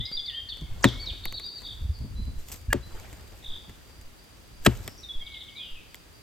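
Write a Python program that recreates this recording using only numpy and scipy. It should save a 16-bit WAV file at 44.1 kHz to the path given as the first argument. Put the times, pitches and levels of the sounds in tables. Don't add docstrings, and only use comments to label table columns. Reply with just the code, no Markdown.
import sys
import numpy as np
from scipy import signal
from scipy.fft import rfft, irfft, next_fast_len
from scipy.io import wavfile
from scipy.ndimage import uniform_filter1d, map_coordinates

SR = 44100
rng = np.random.default_rng(int(sys.argv[2]) if len(sys.argv) > 2 else 0)


def pcm_store(signal):
    levels = np.round(np.clip(np.atleast_2d(signal), -1, 1) * 32767)
    wavfile.write(sys.argv[1], SR, levels.astype(np.int16).T)


N = 274302

# f/Hz, level/dB per Hz
AIR_RUMBLE = [(15, -35), (35, 14), (62, 13), (110, 6.5), (200, -30)]
AIR_FLAP = [(90, -10.5), (140, -2.5), (250, -13), (400, -27), (800, -38)]
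CRISP = [(300, -2.5), (2000, 6.5), (5000, 8), (8000, 14), (9300, 5.5), (10000, -10), (11000, 8.5),
         (13500, 12), (16000, -4)]
DULL = [(150, -0.5), (350, -1.5), (1500, -10), (3000, -14), (6000, -24.5)]
# f/Hz, level/dB, t60/s (the time to fade by 60 dB)
HEAD_TONES = [(1683, 4.5, 0.36), (2400, -9, .08), (2805, -7, 0.35), (4850, -10, 0.017)]


def amp(db):
    return 10 ** (np.asarray(db) / 20)


def unit(x):
    return x / np.sqrt(np.mean(x ** 2) + 1e-20)


def along(points, hz):
    freqs, values = np.transpose(points)
    return np.interp(np.log(hz + 1), np.log(freqs + 1), values)


def wobble(rate):
    return map_coordinates(rng.standard_normal(int(N * rate / SR) + 4), [np.arange(N) * rate / SR])


def filtered(x, response):
    n = x.shape[-1]
    padded = next_fast_len(n + 8192)
    return irfft(rfft(x, padded) * response(np.fft.rfftfreq(padded, 1 / SR)), padded)[..., :n]


def noise(spectrum, size=N, alike=None):
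    def colour(hz):
        return amp(along(spectrum, hz)) * (hz < 1.5 * spectrum[-1][0])
    middle, side = (unit(filtered(rng.standard_normal(size), colour)) for _ in range(2))
    if alike is None:
        return middle
    turn = np.arccos(np.clip(alike, 0, 1)) / 2
    return np.cos(turn) * middle + np.sin(turn) * np.array([side, -side])


def patchy(x, depth_db):
    cells = signal.stft(x, nperseg=256)[2]
    patches = uniform_filter1d(rng.standard_normal(cells.shape[-2:]), size=4, axis=0)
    patches = uniform_filter1d(patches, size=6, axis=1)
    return unit(signal.istft(cells * amp(depth_db * unit(patches)), nperseg=256)[1][..., :N])


def add(track, s, sound):
    part = track[round(s * SR):][:len(sound)]
    part += sound[:len(part)]


def ring(tones, t, attack):
    ringing = sum(amp(db + rng.normal(0, 2.2) - 60 * t / t60) * np.sin(2 * np.pi * hz * t)
                  for hz, db, t60 in tones)
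    return ringing * (1 - np.exp(-t / attack))


def near(x, low_pan_db):
    # f/Hz, phase/rad
    left_lead = [(100, 0.1), (700, 1.26), (2000, 0.73), (7800, 1), (10000, -19.5), (13000, -4.5),
                 (16500, -9.5)]
    side = np.array([[.5], [-.5]])
    def ports(hz):
        balance = amp(side * low_pan_db / (1 + (hz / 800) ** 2))
        return balance * np.exp(1j * side * along(left_lead, hz))
    return filtered(np.array([x, x]), ports)


def trees(x):
    # f/Hz, t60/s
    echo_times = [(200, 1), (2000, 0.79), (5000, 0.58), (12000, 0.36)]
    hz, t, cells = signal.stft(rng.standard_normal((3, 2, SR)), SR, nperseg=256)
    fade = amp(-60 * t / along(echo_times, hz)[:, None]) + 2.8 * amp(-60 * t / 0.02)
    tails = signal.istft(cells * fade, SR, nperseg=256)[1]
    tails[:, 1] = 0.6 * tails[:, 0] + 0.56 * tails[:, 1]
    tails /= np.linalg.norm(tails[0, 0])
    turns = np.cos(np.pi * (np.arange(N) / SR / .45 + np.arange(3)[:, None] / 3)) * np.sqrt(2 / 3)
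    delayed = np.pad(x * turns, ((0, 0), (150, 0)))[:, None]
    return signal.fftconvolve(delayed, tails, axes=2).sum(axis=0)[:, :N]


def hush():
    # f/Hz, level/dB per Hz
    colour = [(15, -30.5), (25, -1.5), (65, 0), (207, -6), (329, -6.5), (631, -12), (723, -13.5),
              (948, -14), (1030, -14), (3990, -17.5), (4830, -19.5), (15100, -27), (16400, -31)]
    return amp(-53.5) * noise(colour, alike=0.073)


def thumps():
    levels = [-31, -27, -27, -35, -27.5, -31, -26.5, -37.5, -34, -23, -31]
    first_s, every_s, fade_s = .14, .557, .061
    out, t = np.zeros(N), np.arange(SR // 5) / SR
    pulse = np.sin(2 * np.pi * 9 * t) * np.exp(-(t / fade_s) ** 2)
    for beat, db in enumerate(levels):
        add(out, first_s + beat * every_s, amp(db) * pulse)
    return out


def gusts():
    # t/s, level/dB
    strength = [(0, -27.5), (.1, -61.5), (.45, -49), (.75, -41.5), (.95, -37.5), (1.16, -47), (1.33, -47),
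                (1.5, -57), (1.8, -43.5), (2.16, -36.5), (2.35, -35.5), (2.43, -48.5), (2.9, -44.5),
                (4.3, -59), (4.6, -50), (4.77, -35.5), (4.96, -53), (6.22, -61)]
    db = np.interp(np.arange(N) / SR, *np.transpose(strength))
    lumps = amp(4.6 * wobble(25))
    rumble = amp(db) * noise(AIR_RUMBLE, alike=0.71)
    return rumble + amp(1.237 * db - 3.5) * unit(lumps * noise(AIR_FLAP, alike=0.543))


def slaps():
    # t/s, level/dB, flick against swing/dB
    puffs = [(0.614, -32.5, -2.5), (0.709, -37, -20), (1.102, -34, -31.5), (1.801, -32.5, -16),
             (1.834, -27.5, -14), (1.888, -25.5, -25), (2.005, -30, -7.5), (2.038, -37.5, 3),
             (2.186, -24, -14.5), (2.269, -34.5, -1), (2.682, -25, -16), (3.679, -47, 5.5),
             (3.982, -40.5, -25)]
    out, t = np.zeros(N), np.arange(SR // 5) / SR
    for s, db, flick_db in puffs:
        swing = np.sin(2 * np.pi * rng.uniform(46.2, 80.5) * t) + 0.69 * noise(AIR_RUMBLE, len(t))
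        flick = amp(flick_db) * np.exp(-t / 0.077) * noise(AIR_FLAP, len(t))
        add(out, s, amp(db) * t / 0.0044 * np.exp(-t / 0.012) * (swing + flick))
    return out


def cricket():
    t = np.arange(N) / SR
    chirp = np.clip(np.cos(2 * np.pi * 2.984 * (t - 3.27) + .5 * wobble(2.94)) + 1.78, 0, 2)
    strokes = 1 + 0.15 * np.sin(2 * np.pi * 53 * t)
    wings = [(4300, -50), (4600, -8), (4750, 0), (4900, -8), (5200, -50)]  # f/Hz, level/dB per Hz
    return amp(-69.5) * chirp * strokes * noise(wings, alike=0.5)


def far_bird():
    # t/s, length/s, start f/Hz, held f/Hz, level/dB, change over the note/dB
    notes = [(2.15, .27, 3940, 4035, -49, -21), (2.82, .125, 3950, 4040, -58, -1)]
    scoop_s, edge_s = .02, .012
    out = np.zeros(N)
    for s, length, from_hz, hz, db, fade_db in notes:
        t = np.arange(0, length, 1 / SR)
        pitch = hz + (from_hz - hz) * np.exp(-t / scoop_s)
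        edges = np.clip(np.minimum(t, length - t) / edge_s, 0, 1)
        add(out, s, amp(db + fade_db * t / length) * edges * np.sin(2 * np.pi * np.cumsum(pitch) / SR))
    return out * amp(2.5 * wobble(60))


def songbirds():
    # t/s, length/s, start f/Hz, held f/Hz, end f/Hz, relative level/dB, glide-in/s
    chips = [(.054, 0.011, 5070, 4820, 4660, -38, 0.0047), (.165, 0.034, 4720, 3534, 3100, -34.5, 0.0031),
             (.27, 0.034, 4880, 3550, 2350, -40, .003), (.492, 0.041, 4710, 3480, 2790, -39, 0.00355),
             (.822, 0.074, 9410, 3480, 2770, -38.5, 0.011), (1.056, 0.05, 6400, 3694, 2470, -38, 0.0055),
             (5.03, 0.026, 4410, 3606, 3850, -46, 0.0043), (5.086, 0.033, 3820, 3386, 3450, -41.5, 0.004),
             (5.138, 0.028, 3780, 3310, 3340, -49, 0.0035), (5.198, 0.032, 3620, 3260, 3200, -48.5, 0.0053),
             (5.262, 0.018, 4200, 3180, 2580, -46, 0.0055), (5.335, 0.015, 4080, 3110, 2480, -45.5, 0.0055),
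             (5.405, 0.012, 4380, 3166, 2620, -47.5, 0.0063), (5.476, 0.019, 3800, 3030, 2560, -49, 0.0083)]
    arches = [(.03, 0.036, 3490, 3850, 4400, -44, 0.0074), (.113, 0.051, 4460, 4766, 4900, -36, 0.014),
              (.258, 0.011, 4060, 5010, 4600, -39.5, 0.0061),
              (.487, 0.0081, 4190, 4520, 4400, -38.5, 0.003), (.99, 0.049, 3520, 4614, 4320, -41.5, 0.0058),
              (1.225, 0.06, 3270, 4690, 3030, -44.5, 0.012), (1.328, 0.059, 3807, 4630, 3170, -41, 0.011),
              (1.33, 0.046, 3486, 3923, 3500, -45.5, 0.009), (1.228, 0.0456, 3180, 3940, 3600, -47, 0.0127),
              (1.43, 0.069, 4040, 4770, 4200, -40, 0.0074), (1.425, 0.05, 3490, 3870, 3560, -46, 0.01212),
              (1.54, 0.048, 4560, 4640, 3870, -44, 0.0063), (1.645, 0.024, 4490, 4560, 4740, -45, 0.0072)]
    whistles = [(0, 0.15, 1887, 2184, 2178, -57, 0.042), (.26, 0.15, 2350, 1763, 1817, -54, 0.029),
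                (.326, 0.099, 2724, 3237, 3156, -39.5, 0.013), (.6, 0.11, 2210, 2230, 2130, -61.5, 0.016),
                (.895, 0.27, 2046, 1990, 2624, -57, 0.023), (5.197, .235, 1580, 2331, 2014, -55.5, 0.009),
                (5.47, 0.096, 2240, 2200, 2136, -59.5, 0.031), (5.55, 0.084, 2190, 2620, 2540, -53, .035)]
    # the same columns, then sweep rate/Hz, sweep size/Hz
    trills = [(1.625, 0.13, 3676, 3510, 3470, -43, 0.051, 52.25, 1080),
              (3.42, 0.17, 3680, 3520, 3400, -44.5, 0.059, 53.5, 1052),
              (5.3, 0.149, 3675, 3546, 3380, -47.5, 0.0498, 60.5, 1496)]
    buzzes = [(0, 0.034, 3306, 3530, 3690, -35, 0.021, 131, 810),
              (1.925, 0.11, 5300, 4670, 4470, -50.5, 0.011, 129.3, 700),
              (4.84, 0.2, 5400, 5440, 5400, -55.5, 0.055, 128.6, 504),
              (4.97, 0.095, 5960, 5573, 5508, -54.5, 0.024, 128, 914),
              (5.555, 0.2, 3987, 2526, 2564, -39.5, .08, 129.2, 620),
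              (5.74, 0.12, 2700, 2490, 2460, -53.5, 0.035, 129, 297)]
    # notes, glide-out, swell, die-away (shares of a note), change/dB, flutter/dB, direct/dB, echo/dB
    kinds = [(chips, 0.11, 0.16, 0.1, 0.1, 1.5, -1.5, -1),
             (arches, 0.11, 0.3, 0.04, 1.5, 1.8, -1.5, -2.5),
             (whistles, 0.6, 0.12, 0.3, -1.5, 3, -4, -3),
             (trills, 0.54, 0.18, 0.15, 1.5, 1.6, -1, -2),
             (buzzes, 1.65, 0.12, 0.8, -9, 2, -2, 2.5)]
    direct, scattered = np.zeros((2, N))
    waver, flutter = wobble(120), wobble(90)
    for notes, glide_out, swell, die, change_db, flutter_db, direct_db, echo_db in kinds:
        for s, length, from_hz, hz, end_hz, db, glide_in_s, *trill in notes:
            rate, sweep_hz = trill or (0, 0)
            t = np.arange(0, length, 1 / SR)
            progress = t / length
            span = slice(round(s * SR), round(s * SR) + len(t))
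            sweep = (rate * t + 0.068 * flutter[span]) % 1
            gate = np.sin(np.pi * np.clip(sweep / 0.74, 0, 1)) if rate else 1
            edges = np.clip(np.minimum(progress / swell, (1 - progress) / die), 0, 1)
            glide = (from_hz - hz) * np.exp(-t / glide_in_s)
            glide += (end_hz - hz) * np.exp((progress - 1) / glide_out)
            pitch = hz * (1 + 0.003 * flutter_db * waver[span]) + glide + sweep_hz * (.4 - sweep)
            loudness = amp(db + 6.0 + change_db * progress + flutter_db * flutter[span])
            voice = loudness * gate * edges * np.sin(2 * np.pi * np.cumsum(pitch) / SR)
            add(direct, s, amp(direct_db + 0.096 * (db + 34.0)) * voice)
            add(scattered, s, amp(echo_db) * voice)
    return direct, scattered


def leaves():
    # peak t/s, level/dB, dull against crisp/dB, rise/s, fall t60/s
    shakes = [(.9, -59.5, 10.5, 0.15, 3), (1.62, -60, 2.5, 0.055, 1.43), (2.405, -53, -3, 0.02, 0.3),
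              (2.49, -49, -13, 0.019, 0.34), (2.523, -41, -9, .003, 0.24), (3, -56.5, 7.5, 0.097, 2.2),
              (3.45, -64.5, 6.5, 0.08, 4.5), (4.7, -51.5, 5, 0.052, 0.693), (4.88, -56.5, 4, 0.13, 0.7)]
    t = np.arange(N) / SR
    crisp_power, dull_power = amp(-75) ** 2, amp(-90) ** 2
    for s, db, dull_db, rise, t60 in shakes:
        shape = np.where(t < s, np.exp(-((t - s) / rise) ** 2), amp(-120 * np.abs(t - s) / t60))
        crisp_power += amp(db) ** 2 * shape
        dull_power += amp(db + dull_db) ** 2 * shape
    grain = amp(4.5 * wobble(400) + 2.5 * wobble(50))
    crisp = unit(grain * near(noise(CRISP), low_pan_db=3) + 1.2 * noise(CRISP, alike=0.089))
    dull = patchy(noise(DULL, alike=0.55), depth_db=4.0)
    return np.sqrt(crisp_power) * crisp + np.sqrt(dull_power) * dull


def twigs():
    # t/s, snap level/dB, relative level of knock and ring/dB
    ticks = [(0.115, -47.5, -4.5), (0.571, -43, -13), (0.612, -47, -18), (0.887, -36, -31),
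             (1.465, -41.5, -19.5), (1.619, -44, -11), (2.486, -36, -37), (2.5, -51.5, -2),
             (2.5177, -28.5, -33), (2.522, -29.5, -38), (2.542, -35.5, -17.5), (2.999, -40, -23),
             (3.129, -40.5, -13), (3.195, -55, -1), (3.322, -57.5, 1), (3.562, -52, -5),
             (3.695, -45.5, -7.5), (4.013, -46, -19), (4.755, -44, -25), (4.7735, -42, -34.5),
             (5.955, -39, -38)]
    # f/Hz, level/dB, t60/s
    twig_tones = [(1090, -24, 0.017), (2040, 2, 0.011)]
    out, t = np.zeros(N), np.arange(SR // 20) / SR
    faint_ticks = [(when * N / SR, -60 + 9 * loud, -20 + 12 * woody)
                   for when, loud, woody in rng.random((40, 3))]
    for s, db, body_db in ticks + faint_ticks:
        snap = amp(-60 * t / 0.009) * noise(CRISP, len(t))
        knock = amp(body_db + 7.5 - 60 * t / 0.069) * noise(DULL, len(t))
        tone = amp(body_db + 8.0) * ring(twig_tones, t, attack=0.00048)
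        add(out, s, amp(db) * (snap + knock + tone))
    return near(out, low_pan_db=9.5)


def levering():
    # t/s, snap/dB, ring/dB, thud/dB
    cracks = [(0.8491, -21, -26, -11.5), (1.255, -20, -25.5, -28), (1.3247, -26, -35, -38),
              (1.3981, -32, -34, -39), (4.878, -21.5, -29.5, -27.5), (5.945, -27.5, -34, -48)]
    # f/Hz, level/dB, t60/s
    cut_tones = [(1105, -6, 0.013), (2110, 7, 0.0071), (3370, -3, 0.0085)]
    snap_t60, thud_t60 = 0.003, 0.032
    out, t = np.zeros(N), np.arange(SR // 20) / SR
    for s, snap_db, ring_db, thud_db in cracks:
        snap = amp(snap_db - 60 * t / snap_t60) * noise(CRISP, len(t))
        thud = amp(thud_db - 60 * t / thud_t60) * (1 - np.exp(-t / 0.0016)) * noise(DULL, len(t))
        add(out, s, snap + thud + amp(ring_db) * ring(cut_tones, t, attack=0.00023))
    return near(out, low_pan_db=5.5)


def hum_before_blow():
    # t/s, length/s, hum/dB, hiss/dB
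    hums = [(2.703, .025, -41, -56), (4.649, 0.014, -36, -30)]
    out = np.zeros(N)
    for s, length, hum_db, hiss_db in hums:
        t = np.arange(0, length, 1 / SR)
        hum = amp(hum_db) * ring(HEAD_TONES, t, attack=0.0016)
        hiss = amp(hiss_db - 9 * t / length) * noise(CRISP, len(t))
        add(out, s, hum + hiss)
    return out


def hatchet():
    # t/s, crack/dB, crack hold/s, crack t60/s, snap/dB, lead-in/s, head/dB, trunk/dB,
    # trunk delay/s, splinters/dB
    blows = [(0.8422, -2.5, 0.0012, 0.0099, -11.5, 0.006, -21.5, -8.5, 0.004, -30.5),
             (2.7300, -8.5, 0.00095, 0.0085, -9, 0.0033, -12, -16.5, 0.012, -37.5),
             (4.662, -8.5, 0.0049, 0.02, -16, 0.0055, -18.5, -7, 0.0031, -31)]
    # f/Hz, level/dB, t60/s
    trunk_tones = [(65.5, -12, 0.2), (119.2, -6, 0.17), (205.2, 0, 0.079), (267.3, 0, 0.073),
                   (357, -5, 0.085), (431, -9, 0.072), (570, -5, 0.053), (898, -16.5, 0.066),
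                   (1132, -20, 0.031)]
    # f/Hz, level/dB per Hz
    fibre_colour = [(250, -49), (450, -3.5), (1800, -5.5), (4200, -15), (5500, -25), (8100, -19.5),
                    (10000, -35), (13200, -30), (15000, -43), (16500, -49)]
    bend_hz = 308
    out, t = np.zeros(N), np.arange(SR // 2) / SR
    for s, crack_db, hold, t60, snap_db, lead, head_db, trunk_db, delay, splinter_db in blows:
        grip = amp(-60 * np.clip(t - lead, 0, None) / (0.35 * t60))
        add(out, s - lead, amp(head_db) * grip * ring(HEAD_TONES, t, attack=lead))
        crack = amp(crack_db) * noise(fibre_colour, len(t))
        snap = amp(snap_db - 40 * t / t60) * noise(CRISP, len(t))
        burst = amp(-60 * np.clip(t - hold, 0, None) / t60) * (1 - np.exp(-t / 0.00085))
        add(out, s, burst * (crack + snap))
        for tone in trunk_tones:
            arrival = s + delay * np.sqrt(bend_hz / tone[0])
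            add(out, arrival, amp(trunk_db) * ring([tone], t, attack=0.0049))
        add(out, s, amp(splinter_db - 60 * t / .25) * noise(DULL, len(t)))
    return out


def scene():
    chops = hatchet() + hum_before_blow()
    song, scattered_song = songbirds()
    far_song = far_bird()
    echoes = amp(-27) * trees(chops) + amp(1.5) * trees(scattered_song + amp(-3.5) * far_song)
    close = near(chops, low_pan_db=5.0) + twigs() + leaves() + levering()
    background = cricket() + gusts() + slaps() + thumps() + hush()
    return background + echoes + far_song + song + close


def record(dry):
    ceiling, top_hz = .88, 16500
    soft = dry / (1 + np.abs(dry / ceiling) ** 4) ** (1 / 4)
    return filtered(soft, lambda hz: hz < top_hz)


dry = scene()
out = record(dry)
pcm_store(out)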